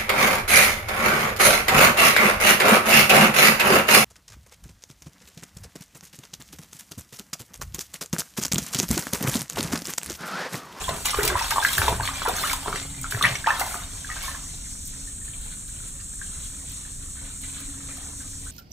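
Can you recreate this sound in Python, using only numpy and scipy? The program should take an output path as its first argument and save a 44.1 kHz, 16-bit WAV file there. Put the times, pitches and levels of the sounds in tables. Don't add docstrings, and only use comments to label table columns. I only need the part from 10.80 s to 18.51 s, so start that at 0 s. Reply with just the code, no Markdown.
import sys
import numpy as np
from scipy import signal
from scipy.fft import rfft, irfft, next_fast_len
from scipy.io import wavfile
from scipy.ndimage import uniform_filter1d

SR = 44100
rng = np.random.default_rng(int(sys.argv[2]) if len(sys.argv) > 2 else 0)


def store_wav(level_fs):
    pcm = np.round(np.clip(np.atleast_2d(level_fs), -1, 1) * 32767)
    wavfile.write(sys.argv[1], SR, pcm.T.astype(np.int16))


N = 340011
T = np.arange(N) / SR

# start_s, level_db, pitch_hz, t60_s, rise (share of pitch per s)
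BUBBLE_PLOPS = [(0.042, -26, 3370, 0.023, -3), (0.082, -21, 985, 0.062, 5.5), (.091, -13.5, 640, 0.022, 7),
                (.259, -21.5, 1110, 0.022, 2), (0.271, -22.5, 1110, .02, 5), (.306, -21, 5440, .015, 6),
                (0.333, -20, 1194, 0.037, -1), (.343, -12.5, 1180, 0.018, -2),
                (0.386, -13, 436, 0.055, -5.5), (0.39, -16.5, 1295, 0.025, 34),
                (0.395, -21, 1720, 0.022, 1), (.407, -19.5, 1920, 0.029, 4.5), (.5, -22, 1600, .04, -1),
                (0.501, -20, 1110, 0.029, 2), (.554, -12, 968, 0.035, 5), (0.575, -23, 1810, .025, 6),
                (0.594, -23, 1890, 0.023, 14), (0.612, -20, 920, 0.07, 0.5), (0.624, -20.5, 5600, .014, -5),
                (.645, -28, 3300, 0.024, 1), (0.709, -17, 1170, 0.022, 22),
                (.712, -21.5, 1990, 0.027, 12.5), (.716, -18.5, 1584, 0.033, -2),
                (.721, -19.5, 850, 0.064, 10), (.76, -12.5, 1035, .021, 25), (.771, -12.5, 1020, 0.024, 30),
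                (.782, -3, 1030, 0.012, 11), (.788, -17.5, 940, 0.056, -5), (.801, -25, 3510, .025, -3),
                (0.826, -17, 1575, 0.038, 3), (.849, -3, 1605, 0.017, 6), (.886, -23, 3100, 0.027, 10),
                (.931, -29, 3350, .03, 0), (.85, -12, 1940, 0.02, 2), (0.981, -7.5, 1590, 0.015, 15),
                (1.018, 1.5, 1430, 0.0039, 44), (1.061, -28, 3950, .025, -8),
                (1.081, -3.5, 994, 0.014, -12), (1.088, -19, 625, 0.02, 3), (1.199, -14.5, 910, 0.022, 10),
                (1.207, -18.5, 1560, 0.016, 5), (1.234, -22.5, 1120, .025, 11), (1.254, -28, 3400, .03, -1),
                (1.276, -7, 1970, 0.0041, 2), (1.276, -21, 3420, 0.011, 7), (1.289, -16.5, 1085, 0.027, 20),
                (1.419, -9.5, 1230, 0.0065, 40), (1.454, -22, 1730, .025, 4),
                (1.461, -16.5, 1060, 0.029, -7), (1.464, -19, 1560, 0.022, 0), (1.478, -18, 431, 0.047, 14),
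                (1.481, -23, 1340, 0.028, 8), (1.484, -27, 960, 0.016, 10), (1.494, -15, 710, 0.023, 9),
                (1.565, -23, 6500, .025, -5), (1.584, -22.5, 1530, .025, 5),
                (1.636, -17.5, 1960, 0.009, -2), (1.637, -20.5, 1120, 0.1, 20),
                (1.65, -27, 2980, 0.033, -4), (1.699, -16, 2100, 0.017, 22), (1.714, -19, 1370, 0.021, 27),
                (1.734, -16.5, 996, 0.027, 3), (1.86, -16, 930, 0.014, 2), (1.928, -11, 1260, .011, 5),
                (1.959, -13, 1880, 0.0072, 26), (2.01, -29, 7300, .012, -1), (2.028, -26, 7400, .012, 6),
                (2.214, -23, 8200, .009, 0), (2.232, -21.5, 7000, .007, 4), (2.243, -18.5, 1353, 0.015, 9),
                (2.253, -27, 1300, .025, 1), (2.323, -12.5, 1560, 0.0084, 12),
                (2.347, -17, 1630, 0.013, 42), (2.411, -13.5, 1200, 0.04, -4),
                (2.426, -4.5, 3610, 0.0046, -2), (2.44, -8.5, 1920, 0.021, -6),
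                (2.4456, -3.5, 1890, 0.01, 1), (2.451, -4, 1910, 0.013, -4), (2.452, -15.5, 1180, .025, 2),
                (2.453, -8.5, 2400, 0.012, 0), (2.466, -20, 1750, 0.017, -4), (2.469, -14, 3080, 0.01, 10),
                (2.554, -14.5, 2080, 0.009, 20), (2.554, -24.5, 5800, .02, 4),
                (2.643, -19.5, 1600, 0.026, 11), (2.662, -19.5, 1850, 0.033, 0), (2.672, -9, 867, 0.032, 5),
                (2.678, -13.5, 1132, 0.05, 20), (2.686, -23, 2600, .025, -4), (2.692, -22, 1280, .03, 10),
                (2.696, -22, 2600, 0.021, 2), (2.698, -24, 846, 0.034, 5), (2.705, -10, 1656, 0.025, 15),
                (2.719, -24, 1050, 0.032, 11), (2.725, -26, 1800, 0.016, 9), (2.741, -21, 1060, .02, -2),
                (2.811, -17.5, 714, 0.049, 21.5), (2.943, -15, 1260, 0.01, -5), (3.035, -36, 3740, .03, -2),
                (3.246, -27.5, 1640, 0.029, 1.5), (3.291, -30, 1220, 0.059, 1.5),
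                (3.301, -24, 1870, .022, 7), (3.315, -25, 1830, .024, 7), (3.366, -29, 1570, 0.037, 0),
                (3.437, -35.5, 1095, 0.12, 1), (3.48, -27.5, 1060, 0.062, 1),
                (3.481, -30.5, 1720, 0.036, 4), (3.51, -37, 1780, .04, 0), (3.546, -32, 1675, 0.041, 3),
                (3.549, -33, 1060, 0.035, 8)]
# start_s, level_db, pitch_hz
LATE_DRIPS = [(4.136, -41, 1810), (4.274, -38.5, 1800), (4.414, -42, 1820), (4.479, -40, 1760),
              (5.002, -40, 1420), (5.415, -25, 1607), (6.051, -40, 1710), (6.355, -45, 1280),
              (6.639, -35.5, 1990), (6.645, -50, 1390), (6.768, -40, 1650), (6.81, -44, 1380),
              (7.096, -47, 1980), (7.169, -43, 1220), (7.18, -38, 720), (7.409, -43, 1660),
              (7.533, -44, 1720), (7.668, -37, 1450)]
NECK_DB, NECK_RATIO, NECK_T60_S = -18, 1.62, 0.013
SHED_DB, SHED_WITHIN_S, SHED_OCTAVES, SHED_CYCLES, SHED_RISE = -21, 0.023, 0.4, 20, 0.41
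# start_s, level_db, tilt_db_per_octave
WATER_SLAPS = [(0.09, -7, -1.5), (0.255, 0, -2.5), (0.271, -13, 0), (.344, -10, -10), (.431, 0, 4),
               (.45, 3, 4), (0.476, 2, -1), (0.705, 1, -1), (0.847, -7, 17), (0.93, -3, 9), (0.979, 2, 6.5),
               (1.08, -2, -5.5), (1.275, -12, -3), (1.423, -25, -12), (1.485, -5, 2), (1.565, -10, 4),
               (1.73, -1.5, 0), (1.958, -10.5, -4.5), (2.213, -13, 10), (2.233, -21.5, 0), (2.424, -3.5, 3),
               (2.446, -24, -5), (2.553, -11.5, -6.5), (2.668, -7.5, -10), (2.795, -3, 5), (2.805, -4.5, 5),
               (4.053, -15, 17), (4.073, -16, 12), (5.894, -18, 4), (5.917, -18, 4), (6.615, -21, 9)]
SLAP_T60_S, SLAP_DOUBLES_PER_DB = 0.015, 15
# start_s, length_s, level_db, middle_pitch_hz
GURGLE_RUNS = [(.165, 0.022, -42, 1320), (.255, .06, -35, 4200), (.49, .05, -36, 1350),
               (.5, 0.067, -34.5, 520), (.535, 0.06, -29, 1420), (.75, 0.052, -29.5, 1120),
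               (.79, .04, -32, 1017), (.88, 0.067, -35, 1340), (1.035, 0.043, -43, 1350),
               (1.075, 0.058, -32, 560), (1.1, 0.029, -38, 950), (1.23, .03, -37, 1210),
               (1.45, 0.048, -23.5, 1240), (1.478, .03, -35, 620), (1.62, 0.066, -34, 1470),
               (1.73, .025, -43, 1180), (1.82, 0.054, -38, 1116), (1.935, .04, -41, 1330),
               (2.375, .018, -31.5, 1770), (2.43, 0.033, -31, 1510), (2.475, 0.052, -35, 1870),
               (2.67, .05, -23.5, 1250), (2.75, .03, -33, 1140), (2.793, 0.032, -26.5, 1405),
               (2.83, 0.052, -41, 855), (2.955, 0.072, -48, 1300), (3.13, 0.048, -53, 1400),
               (3.29, .04, -46, 1580), (3.355, .05, -47, 1480), (3.41, .11, -47, 3950),
               (3.44, 0.073, -41, 1530), (3.54, .04, -49, 1350), (3.61, .06, -49.5, 1390)]
# start_s, length_s, level_db, middle_pitch_hz
FUR_SQUISHES = [(3.738, 0.013, -49, 4200), (3.84, 0.033, -51.5, 1710), (4.135, 0.03, -55, 1830),
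                (4.48, .02, -56, 1750), (4.531, .012, -47, 3050), (4.623, .012, -50, 3900),
                (4.703, 0.028, -50, 3800), (4.71, 0.018, -51, 1630), (4.885, .012, -54, 1600),
                (4.96, .015, -53, 3720), (5.19, .035, -53, 1450), (5.2, 0.013, -48, 3620),
                (5.39, 0.028, -53, 1510), (5.42, 0.013, -51, 1660), (5.44, 0.022, -62, 1500),
                (5.458, 0.021, -52, 3500), (5.53, 0.056, -54, 1610), (5.628, 0.036, -50, 3450),
                (5.875, 0.052, -54, 3900), (5.93, .07, -59, 1520), (6.05, 0.036, -54, 1650),
                (6.365, 0.029, -49, 1450), (6.45, 0.023, -53, 3100), (6.46, .045, -55, 1550),
                (6.632, 0.019, -49, 1780), (6.636, 0.025, -51, 3500), (6.76, 0.03, -48.5, 2900),
                (6.762, 0.059, -49, 1670), (6.93, .04, -59, 1550), (7.092, .02, -47, 2050),
                (7.13, .06, -56, 1570), (7.2, .14, -57, 850), (7.29, 0.078, -57, 1400),
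                (7.4, 0.021, -49, 1390), (7.528, 0.011, -54, 1600), (7.66, .02, -49, 1490)]
# start_s, length_s, gurgle_db, slosh_db
HAND_PUSHES = [(0, 0.013, -30.5, -33.5), (.08, 0.05, -31, -30.5), (.37, 0.22, -24.5, -37),
               (.7, 0.25, -35, -42), (.97, 0.14, -24.5, -29), (1.2, 0.19, -34.5, -58),
               (1.45, 0.11, -29, -46), (1.58, 0.15, -31, -40.5), (1.85, 0.035, -31.5, -34),
               (2.24, 0.029, -43, -49), (2.33, 0.1, -40, -35.5), (2.42, 0.038, -24, -41),
               (2.662, 0.038, -23.5, -52), (2.79, 0.011, -25.5, -40), (2.86, 0.13, -33.5, -52),
               (3.28, 0.26, -39.5, -66)]
PUSH_ATTACK_S, PUSH_FALL_DB_PER_S = 0.0015, 130
# start_s, length_s, patter_db, spray_db
WATER_POURS = [(0, 0.043, -40, -48), (.13, 0.11, -51, -49.5), (.245, 0.014, -29.5, -36.5),
               (.35, 0.064, -55, -42), (.415, 0.062, -36, -51), (.56, 0.21, -38, -45),
               (.81, 0.27, -35.5, -39.5), (1.22, 0.04, -37.5, -44.5), (1.33, 0.21, -40.5, -50.5),
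               (1.55, 0.16, -37.5, -40.5), (1.8, 0.14, -46, -53.5), (1.94, 0.014, -38, -51),
               (2.3, 0.017, -42.5, -41), (2.41, 0.11, -36.5, -47.5), (2.67, 0.13, -42, -50.5),
               (2.78, 0.15, -48, -46), (3.31, 0.22, -47, -56), (3.42, 0.044, -44.5, -45.5)]
POUR_ATTACK_S, POUR_FALL_DB_PER_S = 0.0084, 148
LAP_DB, LAP_SLOSH_DB, TRICKLE_DB, TRICKLE_SPRAY_DB = -51.5, -53.5, -51, -61
SETTLED_S, SETTLE_DB_PER_S = 3.51, 49
# frequency_hz, level_db (per Hz)
SLOSH_SPECTRUM = [(130, 10), (190, 5), (310, -7), (400, 8.5), (480, -4.5), (700, 4.5)]
# frequency_hz, level_db (per Hz)
GURGLE_SPECTRUM = [(280, -36), (400, -37), (560, -8), (800, -5), (1100, -3.5), (1700, -4.5), (2200, -15.5),
                   (2800, -11)]
# frequency_hz, level_db (per Hz)
PATTER_SPECTRUM = [(300, -5), (900, 2.5), (2000, 5), (2700, 3.5), (3700, 6), (5000, 2), (6500, 0.5),
                   (9000, -51), (15000, -12)]
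# frequency_hz, level_db (per Hz)
TINKLE_SPECTRUM = [(2000, 9.5), (2700, -11), (3600, 1), (5000, -6), (7000, -2), (10000, -0.5)]
# frequency_hz, level_db (per Hz)
SPRAY_SPECTRUM = [(3000, -1), (5500, -0.5), (8000, 4), (9400, -0.5), (10200, 1.5), (12000, 0), (13000, -1),
                  (15500, -4)]
# start_s, length_s, level_db, pitch_hz, width_hz
AIR_HOLLOWS = [(.4, .18, -30, 85, 60), (0.413, 0.079, -22, 415, 40), (0.485, 0.052, -22.5, 380, 30),
               (1.04, 0.24, -30, 95, 70), (1.082, 0.067, -28, 400, 70), (1.488, 0.056, -29, 560, 120),
               (2.0, .3, -33, 135, 50), (2.37, .27, -32.5, 130, 40), (2.38, 0.18, -34, 197, 40),
               (2.448, 0.085, -27, 683, 50), (2.678, 0.042, -30, 1250, 160), (2.737, 0.17, -33, 900, 100)]
# start_s, level_db, pitch_hz, t60_s
BASIN_THUDS = [(0.083, -18, 93, 0.077), (0.369, -15, 61.5, 0.13), (0.431, -25, 126, 0.17),
               (0.489, -22.5, 64.6, 0.38), (0.545, -19.5, 93, 0.14), (0.649, -20.5, 60, 0.16),
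               (0.99, -8, 91.5, 0.072), (1.029, -23, 64.3, 0.82), (1.084, -27, 113, 0.47),
               (1.13, -44, 149, 0.36), (1.19, -30, 99.5, 0.58), (2.344, -14, 111, 0.12),
               (2.452, -19, 123, 0.095), (2.509, -23.5, 122, 0.24)]
# start_s, length_s, squelch_db, fur_db, lather_db
PALM_STROKES = [(3.68, .2, -66, -59.5, -67.5), (4.073, 0.22, -63, -59.5, -61),
                (4.44, 0.15, -75, -58.5, -61), (4.6, 0.12, -60, -56.5, -53), (4.87, 0.22, -63, -59.5, -59),
                (5.41, 0.2, -58.5, -59, -67), (5.6, 0.083, -70, -57, -61), (5.73, 0.11, -58, -67, -66),
                (5.85, 0.23, -60, -56, -60), (6.19, 0.045, -56, -62, -67), (6.35, 0.074, -57, -59, -74),
                (6.44, 0.07, -74, -56, -68), (6.6, 0.094, -58, -54, -53), (6.72, 0.11, -57, -54, -50),
                (6.86, 0.35, -58, -61, -68), (7.08, .2, -52.5, -60, -57), (7.38, 0.14, -56.5, -64, -58),
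                (7.6, 0.078, -57, -61, -48.5)]
STROKE_ATTACK_S, STROKE_FALL_DB_PER_S = 0.0085, 172
RESTING_DB, RESTING_LATHER_DB = -61.5, -81
# frequency_hz, level_db (per Hz)
SQUELCH_SPECTRUM = [(400, 1.5), (700, -5.5), (1000, -5.5), (1250, 0), (1800, -3), (2200, -4.5), (2800, -36)]
# frequency_hz, level_db (per Hz)
FUR_SPECTRUM = [(1000, 20), (2000, 20.5), (3000, 22), (4200, 26.5), (6000, -32), (10000, -26), (15000, -56)]
# frequency_hz, side_db
BOWL_SIDE = [(300, -28), (550, -4), (1100, -18), (1900, -4), (2700, -3), (3700, -3), (4500, -5.5),
             (5400, -8), (6500, -17), (9000, 2.5), (10800, -2.5), (12700, -10), (15000, -4)]
BOWL_T60_S, BOWL_ECHOES_PER_S = 0.064, 1300
PLACES_PER_S = 9
ROOM_T60_S, ROOM_DB = 0.25, -7
# time_s, level_db
HUM_CURVE = [(0, -8), (1.4, 0.5), (2.4, 0.5), (2.7, -5), (4.35, -5), (4.55, -22), (5.35, -24), (5.7, -7.5),
             (6.2, -7.5), (6.9, 2.5), (7.7, -3.5)]
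HUM_HZ, HUM_DB, HUM_MURK_KNOTS_PER_S, HUM_ROUGH = 271.6, -51, 45, 0.53
# time_s, lower_db, upper_db
HISS_CURVE = [(0, -46.5, -40.5), (1.4, -55, -39.5), (2.15, -52, -40.5), (3.1, -46, -40.5),
              (3.6, -44, -40.5), (4.22, -44.5, -39.5), (4.45, -54, -38), (4.9, -50, -39), (5.4, -49, -38.5),
              (5.65, -47, -38.5), (6.2, -48.5, -39.5), (6.7, -49.5, -39), (7.3, -46.5, -40.5),
              (7.55, -45.5, -40.5), (7.71, -50.5, -40)]
# frequency_hz, level_db (per Hz)
LOWER_HISS_SPECTRUM = [(2800, -19), (3600, -3.5), (4300, -5), (5000, -1), (5500, 1.5), (6000, 5.5),
                       (6600, 8), (7400, -4)]
# frequency_hz, likeness (0-1)
LOWER_HISS_LIKENESS = [(4200, 0), (4650, 1), (5200, 1), (5600, 0.5), (6600, 0.9)]
# frequency_hz, level_db (per Hz)
UPPER_HISS_SPECTRUM = [(5600, -30), (6500, -11), (7300, -2.5), (8300, 0), (9000, -3.5), (9450, -6),
                       (9800, -19), (11000, -22.5)]
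# frequency_hz, level_db (per Hz)
AIR_SPECTRUM = [(400, -17), (800, 15), (1500, 26), (2700, 17), (4000, -22), (6000, -16), (10000, -5),
                (13000, 0), (15500, -7)]
# frequency_hz, level_db (per Hz)
RUMBLE_SPECTRUM = [(18, -2.5), (28, 2.5), (55, -1), (80, -2.5), (125, -9), (170, -11.5), (280, -19.5),
                   (350, -27), (600, -39), (1000, -78)]
HISS_DB, RUMBLE_DB, AIR_DB = 1, -40, -64
# frequency_hz, lead_rad
LEFT_PORT_PHASE = [(300, 0), (550, -.8), (1200, -.3), (2000, -.6), (2750, -1.3), (3300, -.1), (4250, -.3),
                   (4750, -2.8), (5150, -3.4), (5650, -6.2), (7100, -6.4), (9500, -8), (9900, -6.4),
                   (10500, -6.5), (11200, -9.4), (11800, -12.5), (13800, -12.6), (15000, -13.8)]
CUTOFF_HZ = 15450


def plops(plop_db, drip_db, drip_t60):
    out = np.zeros(N)
    chance = rng.random((len(BUBBLE_PLOPS), 2, 3))
    for (s, db, hz, t60, rise), shed in zip(BUBBLE_PLOPS, chance):
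        add(out, s, from_db(db + plop_db) * bubble(hz, t60, rise))
        add(out, s, from_db(db + NECK_DB) * bubble(hz * NECK_RATIO, NECK_T60_S, rise=0))
        for wait, size, glide in shed:
            small_hz = hz * 2 ** (SHED_OCTAVES * (2 * size - 1))
            life = SHED_CYCLES / small_hz
            small = bubble(small_hz, life, SHED_RISE * glide / life)
            add(out, s + SHED_WITHIN_S * wait, from_db(db + SHED_DB) * small)
    for s, db, hz in LATE_DRIPS:
        add(out, s, from_db(db + drip_db) * bubble(hz, drip_t60, rise=1.7))
    return out


def slaps(level_db, attack_s, low_hz, alike, grain_db):
    out, t = np.zeros((2, N)), T[:8192]
    hz = np.arange(len(t) // 2 + 1) * SR / len(t)
    for s, db, tilt_db in WATER_SLAPS:
        tilt = from_db(tilt_db * np.log2((hz + 300) / 5000))
        shape = tilt * hz ** 2 / (hz ** 2 + low_hz ** 2) / (1 + (hz / 9500) ** 2)
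        grains = from_db(grain_db * np.repeat(rng.uniform(-1, 1, len(t) // 16), 16))
        rough = grains * widen(*rng.standard_normal((2, len(t))), alike)
        noise = rms_one(irfft(rfft(rough) * shape))
        t60 = SLAP_T60_S * 2 ** (max(-tilt_db, 0) / SLAP_DOUBLES_PER_DB)
        add(out, s, from_db(db + level_db - 60 * t / t60) * (1 - np.exp(-t / attack_s)) * noise)
    return out


def clusters(rows, per_s, octaves, cycles, rise, level_db, spread_db):
    out = np.zeros(N)
    for s, length, db, hz in rows:
        count = int(3 + per_s * length)
        run = np.zeros(16384)
        for k, (wait, size, strength, life) in enumerate(rng.random((count, 4))):
            pitch = hz * 2 ** (octaves * (2 * size - 1))
            t60 = cycles * (.5 + life) / pitch
            ring = from_db(spread_db * strength) * bubble(pitch, t60, rise * life / t60)
            i = int(length * (k + wait) / count * SR)
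            run[i:i + len(ring)] += ring[:len(run) - i]
        even = np.sqrt((length + cycles / hz / 7) * SR / np.sum(run ** 2))
        add(out, s, from_db(db + level_db) * run * even)
    return out


def stirred_water(slosh_db, gurgle_db, froth_db, patter_db, tinkle_db, spray_db):
    unrest = from_db(-SETTLE_DB_PER_S * np.maximum(T - SETTLED_S, 0))
    lapping = from_db([[LAP_DB], [LAP_SLOSH_DB]]) * unrest
    trickling = from_db([[TRICKLE_DB], [TRICKLE_SPRAY_DB]]) * unrest
    gurgle, slosh = np.hypot(gestures(HAND_PUSHES, PUSH_ATTACK_S, PUSH_FALL_DB_PER_S), lapping)
    patter, spray = np.hypot(gestures(WATER_POURS, POUR_ATTACK_S, POUR_FALL_DB_PER_S), trickling)
    swirl = colour(droplets(per_s=150, spread_db=-4.0, clump_db=8.5, wash=1.0), SLOSH_SPECTRUM)
    cloud = bubble_cloud(GURGLE_SPECTRUM, cycles=32, spread_db=13, rise=.3, count=5000)
    froth = colour(droplets(per_s=590, spread_db=-0.5, clump_db=5.0, wash=0.47), GURGLE_SPECTRUM)
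    tinkle = bubble_cloud(TINKLE_SPECTRUM, cycles=190, spread_db=29, rise=0.17, count=3000)
    drops = wide_droplets(alike=0.77, per_s=800, spread_db=5, clump_db=2.0, wash=.75)
    mist = wide_droplets(alike=0.99, per_s=2200, spread_db=6.0, clump_db=0.5, wash=0.7)
    low = from_db(slosh_db) * slosh * swirl
    low = low + gurgle * (from_db(gurgle_db) * cloud + from_db(froth_db) * froth)
    high = patter * (from_db(patter_db) * colour(drops, PATTER_SPECTRUM) + from_db(tinkle_db) * tinkle)
    return low + high + from_db(spray_db) * spray * colour(mist, SPRAY_SPECTRUM)


def hollows(level_db):
    out = np.zeros(N)
    for s, length, db, hz, width in AIR_HOLLOWS:
        r = np.exp(-np.pi * width / SR)
        t = T[:int(length * SR)]
        poles = [1, -2 * r * np.cos(2 * np.pi * hz / SR), r * r]
        ring = signal.lfilter([1], poles, rng.standard_normal(len(t)))
        swell = np.sqrt(np.abs(np.sin(np.pi * t / t[-1])))
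        add(out, s, from_db(db + level_db) * swell * rms_one(ring))
    return out


def thuds(level_db):
    out = np.zeros(N)
    for s, db, hz, t60 in BASIN_THUDS:
        add(out, s, from_db(db + level_db) * bubble(hz, t60, rise=0))
    return out


def rubbing(squelch_db, fur_db, lather_db, uneven_db):
    fade_in = np.clip(T - SETTLED_S + 1, 0, 1)
    resting = from_db([[RESTING_DB], [RESTING_DB], [RESTING_LATHER_DB]]) * fade_in
    strokes = gestures(PALM_STROKES, STROKE_ATTACK_S, STROKE_FALL_DB_PER_S)
    squelch, fur, lather = np.hypot(strokes, resting)
    cloud = bubble_cloud(SQUELCH_SPECTRUM, cycles=26, spread_db=9, rise=.2, count=4000)
    cloud = cloud * from_db(uneven_db * drift(18))
    crackle = wide_droplets(alike=0.05, per_s=700, spread_db=3, clump_db=2.2, wash=.9)
    fizz = wide_droplets(alike=0.19, per_s=2300, spread_db=13, clump_db=7.5, wash=0.87)
    out = from_db(squelch_db) * squelch * cloud
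    out = out + from_db(fur_db) * fur * colour(crackle, FUR_SPECTRUM)
    return out + from_db(lather_db) * lather * colour(fizz, SPRAY_SPECTRUM)


def basin_and_room(x, rim_db, room_alike, treble_loss, count):
    out = np.zeros((2, N))
    for k in range(count):
        away = np.abs((T * PLACES_PER_S - k) % count - count / 2)
        here = np.sqrt(np.clip(1 - away, 0, 1))
        echoes = reflections(rim_db, room_alike, treble_loss)
        out += signal.oaconvolve(x * here, echoes, axes=1)[:, :N]
    return out


def reflections(rim_db, room_alike, treble_loss):
    t = T[:16384]
    hz = np.arange(len(t) // 2 + 1) * SR / len(t)
    noise = widen(*rng.standard_normal((2, len(t))), room_alike)
    dull = signal.sosfilt(signal.butter(2, 3500, fs=SR, output="sos"), noise)
    bright = noise - dull
    tail = dull * from_db(-60 * t / ROOM_T60_S) + bright * from_db(-60 * t * treble_loss / ROOM_T60_S)
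    tail = tail * (t > .005)
    hits = rng.random((2, len(t))) < BOWL_ECHOES_PER_S / SR
    echoes = rng.choice([-1, 1], (2, len(t))) * hits
    mid, side = [rms_one(e * from_db(-60 * t / BOWL_T60_S) * (t > .001)) for e in echoes]
    mid = signal.sosfilt(signal.butter(2, 2000, "high", fs=SR, output="sos"), mid)
    side = irfft(rfft(side) * from_db(at_hz(BOWL_SIDE, hz))) * (t < BOWL_T60_S)
    both = from_db(ROOM_DB) * rms_one(tail) + from_db(rim_db) * mid + side * np.array([[1], [-1]])
    return both / np.sqrt(len(t))


def hum():
    level, = in_time(HUM_CURVE)
    phase = 2 * np.pi * np.cumsum(HUM_HZ + 3 * drift(25)) / SR
    murk = drift(HUM_MURK_KNOTS_PER_S) * np.cos(phase) + drift(HUM_MURK_KNOTS_PER_S) * np.sin(phase)
    return from_db(HUM_DB) * level * rms_one(np.sin(phase) + HUM_ROUGH * murk)


def background(hiss_alike, flutter_db):
    lower, upper = in_time(HISS_CURVE)
    size = next_fast_len(N)
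    alike = at_hz(LOWER_HISS_LIKENESS, np.arange(size // 2 + 1) * SR / size)
    low_noise = irfft(widen(*rfft(rng.standard_normal((2, size))), alike), size)[:, :N]
    high_noise = widen(*rng.standard_normal((2, N)), hiss_alike)
    hiss = lower * colour(low_noise, LOWER_HISS_SPECTRUM) + upper * colour(high_noise, UPPER_HISS_SPECTRUM)
    hiss = hiss * from_db(flutter_db * drift(25))
    air = colour(widen(*rng.standard_normal((2, N)), alike=0.077), AIR_SPECTRUM)
    apart = colour(rng.standard_normal(N), [(40, -58), (130, 7.0), (300, 6.5), (600, 2.5)])
    apart = apart * np.array([[1], [-1]])
    rumble = colour(rng.standard_normal(N), RUMBLE_SPECTRUM) + from_db(-17.5) * apart
    return from_db(HISS_DB) * hiss + from_db(AIR_DB) * air + from_db(RUMBLE_DB) * rumble


def microphones(x):
    size = next_fast_len(N + 4096)
    hz = np.arange(size // 2 + 1) * SR / size
    turn = np.exp(1j * at_hz(LEFT_PORT_PHASE, hz))
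    left = irfft(rfft(x[0], size) * turn, size)[:N]
    return np.array([left, x[1]])


def bubble(hz, t60, rise, swell_cycles=0.62):
    t = T[:int(max(t60, .002) * SR)]
    ring = np.sin(2 * np.pi * hz * (t + rise * t * t / 2))
    return ring * from_db(-60 * t / t60) * (1 - np.exp(-hz * t / swell_cycles))


def bubble_cloud(spectrum, cycles, spread_db, rise, count):
    out = np.zeros((2, N))
    when, size, strength, life, place, sign = rng.random((count, 6)).T
    hz = spectrum[0][0] * (spectrum[-1][0] / spectrum[0][0]) ** size
    t60 = cycles * (.5 + life) / hz
    gain = np.sign(sign - .5) * hz * from_db(at_hz(spectrum, hz) + spread_db * strength)
    for k in range(count):
        pan = from_db(np.array([[4], [-4]]) * (place[k] - .5))
        add(out, when[k] * N / SR, gain[k] * pan * bubble(hz[k], t60[k], rise * life[k] / t60[k]))
    power = uniform_filter1d(np.mean(rms_one(out) ** 2, axis=0), size=1500)
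    return rms_one(out) / np.sqrt(power + 0.06)


def droplets(per_s, spread_db, clump_db, wash):
    sizes = from_db(spread_db * np.minimum(rng.exponential(1, N), 4)) * rng.choice([-1, 1], N)
    clicks = rms_one(sizes * (rng.random(N) < per_s / SR))
    return (clicks + wash * rng.standard_normal(N)) * from_db(clump_db * drift(110))


def wide_droplets(alike, **settings):
    return widen(droplets(**settings), droplets(**settings), alike)


def gesture(start, length, attack_s, fall_db_per_s):
    fall = from_db(-fall_db_per_s * np.clip(T - start - length, 0, 3))
    return np.clip((T - start) / attack_s, 0, 1) * fall


def gestures(rows, attack_s, fall_db_per_s):
    power = 0
    for s, length, *levels in rows:
        power = power + (from_db(levels)[:, None] * gesture(s, length, attack_s, fall_db_per_s)) ** 2
    return np.sqrt(power)


def from_db(db):
    return 10 ** (np.asarray(db) / 20)


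def rms_one(x):
    return x / np.sqrt(np.mean(x ** 2) + 1e-20)


def in_time(rows):
    s, *columns = np.transpose(rows)
    return [from_db(np.interp(T, s, c)) for c in columns]


def at_hz(points, hz):
    f, values = np.transpose(points)
    return np.interp(np.log(hz + 1e-9), np.log(f), values)


def colour(x, spectrum):
    size = next_fast_len(N)
    hz = np.arange(size // 2 + 1) * SR / size
    skirts = np.minimum(hz / spectrum[0][0], 1) ** 2 * np.minimum(spectrum[-1][0] / (hz + 1), 1) ** 2
    return rms_one(irfft(rfft(x, size) * from_db(at_hz(spectrum, hz)) * skirts, size)[..., :N])


def drift(knots_per_s):
    knots = rng.standard_normal(4000)
    return rms_one(np.interp(T * knots_per_s, np.arange(len(knots)), knots))


def widen(mid, side, alike):
    opposed = side * np.array([[1], [-1]])
    return (np.sqrt(1 + alike) * mid + np.sqrt(1 - alike) * opposed) / np.sqrt(2)


def add(out, s, sound):
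    i = int(np.clip(s * SR, 0, N - 1))
    out[..., i:i + sound.shape[-1]] += sound[..., :N - i]


def scene():
    water = plops(plop_db=2.0, drip_db=-1.0, drip_t60=0.032)
    water = water + slaps(level_db=-6.5, attack_s=0.0023, low_hz=1880, alike=1.0, grain_db=9)
    water = water + clusters(GURGLE_RUNS, per_s=150, octaves=0.505, cycles=42, rise=0.23,
                             level_db=-5.5, spread_db=13)
    water = water + clusters(FUR_SQUISHES, per_s=180, octaves=0.43, cycles=22, rise=.15,
                             level_db=-2.5, spread_db=1)
    water = water + stirred_water(slosh_db=-3.0, gurgle_db=-9.5, froth_db=-13.0,
                                  patter_db=0.5, tinkle_db=-1.0, spray_db=6.0)
    water = water + hollows(level_db=-10.5)
    water = water + rubbing(squelch_db=-2.0, fur_db=3.0, lather_db=1.5, uneven_db=3.0)
    space = basin_and_room(water, rim_db=-5.5, room_alike=0.93, treble_loss=1.22, count=8)
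    return water + space + thuds(level_db=-1.5) + hum() + background(hiss_alike=0.78, flutter_db=0.85)


def record(dry):
    steep = signal.ellip(10, .1, 90, CUTOFF_HZ, fs=SR, output="sos")
    return signal.sosfilt(steep, microphones(dry))


dry = scene()
out = record(dry)
store_wav(out)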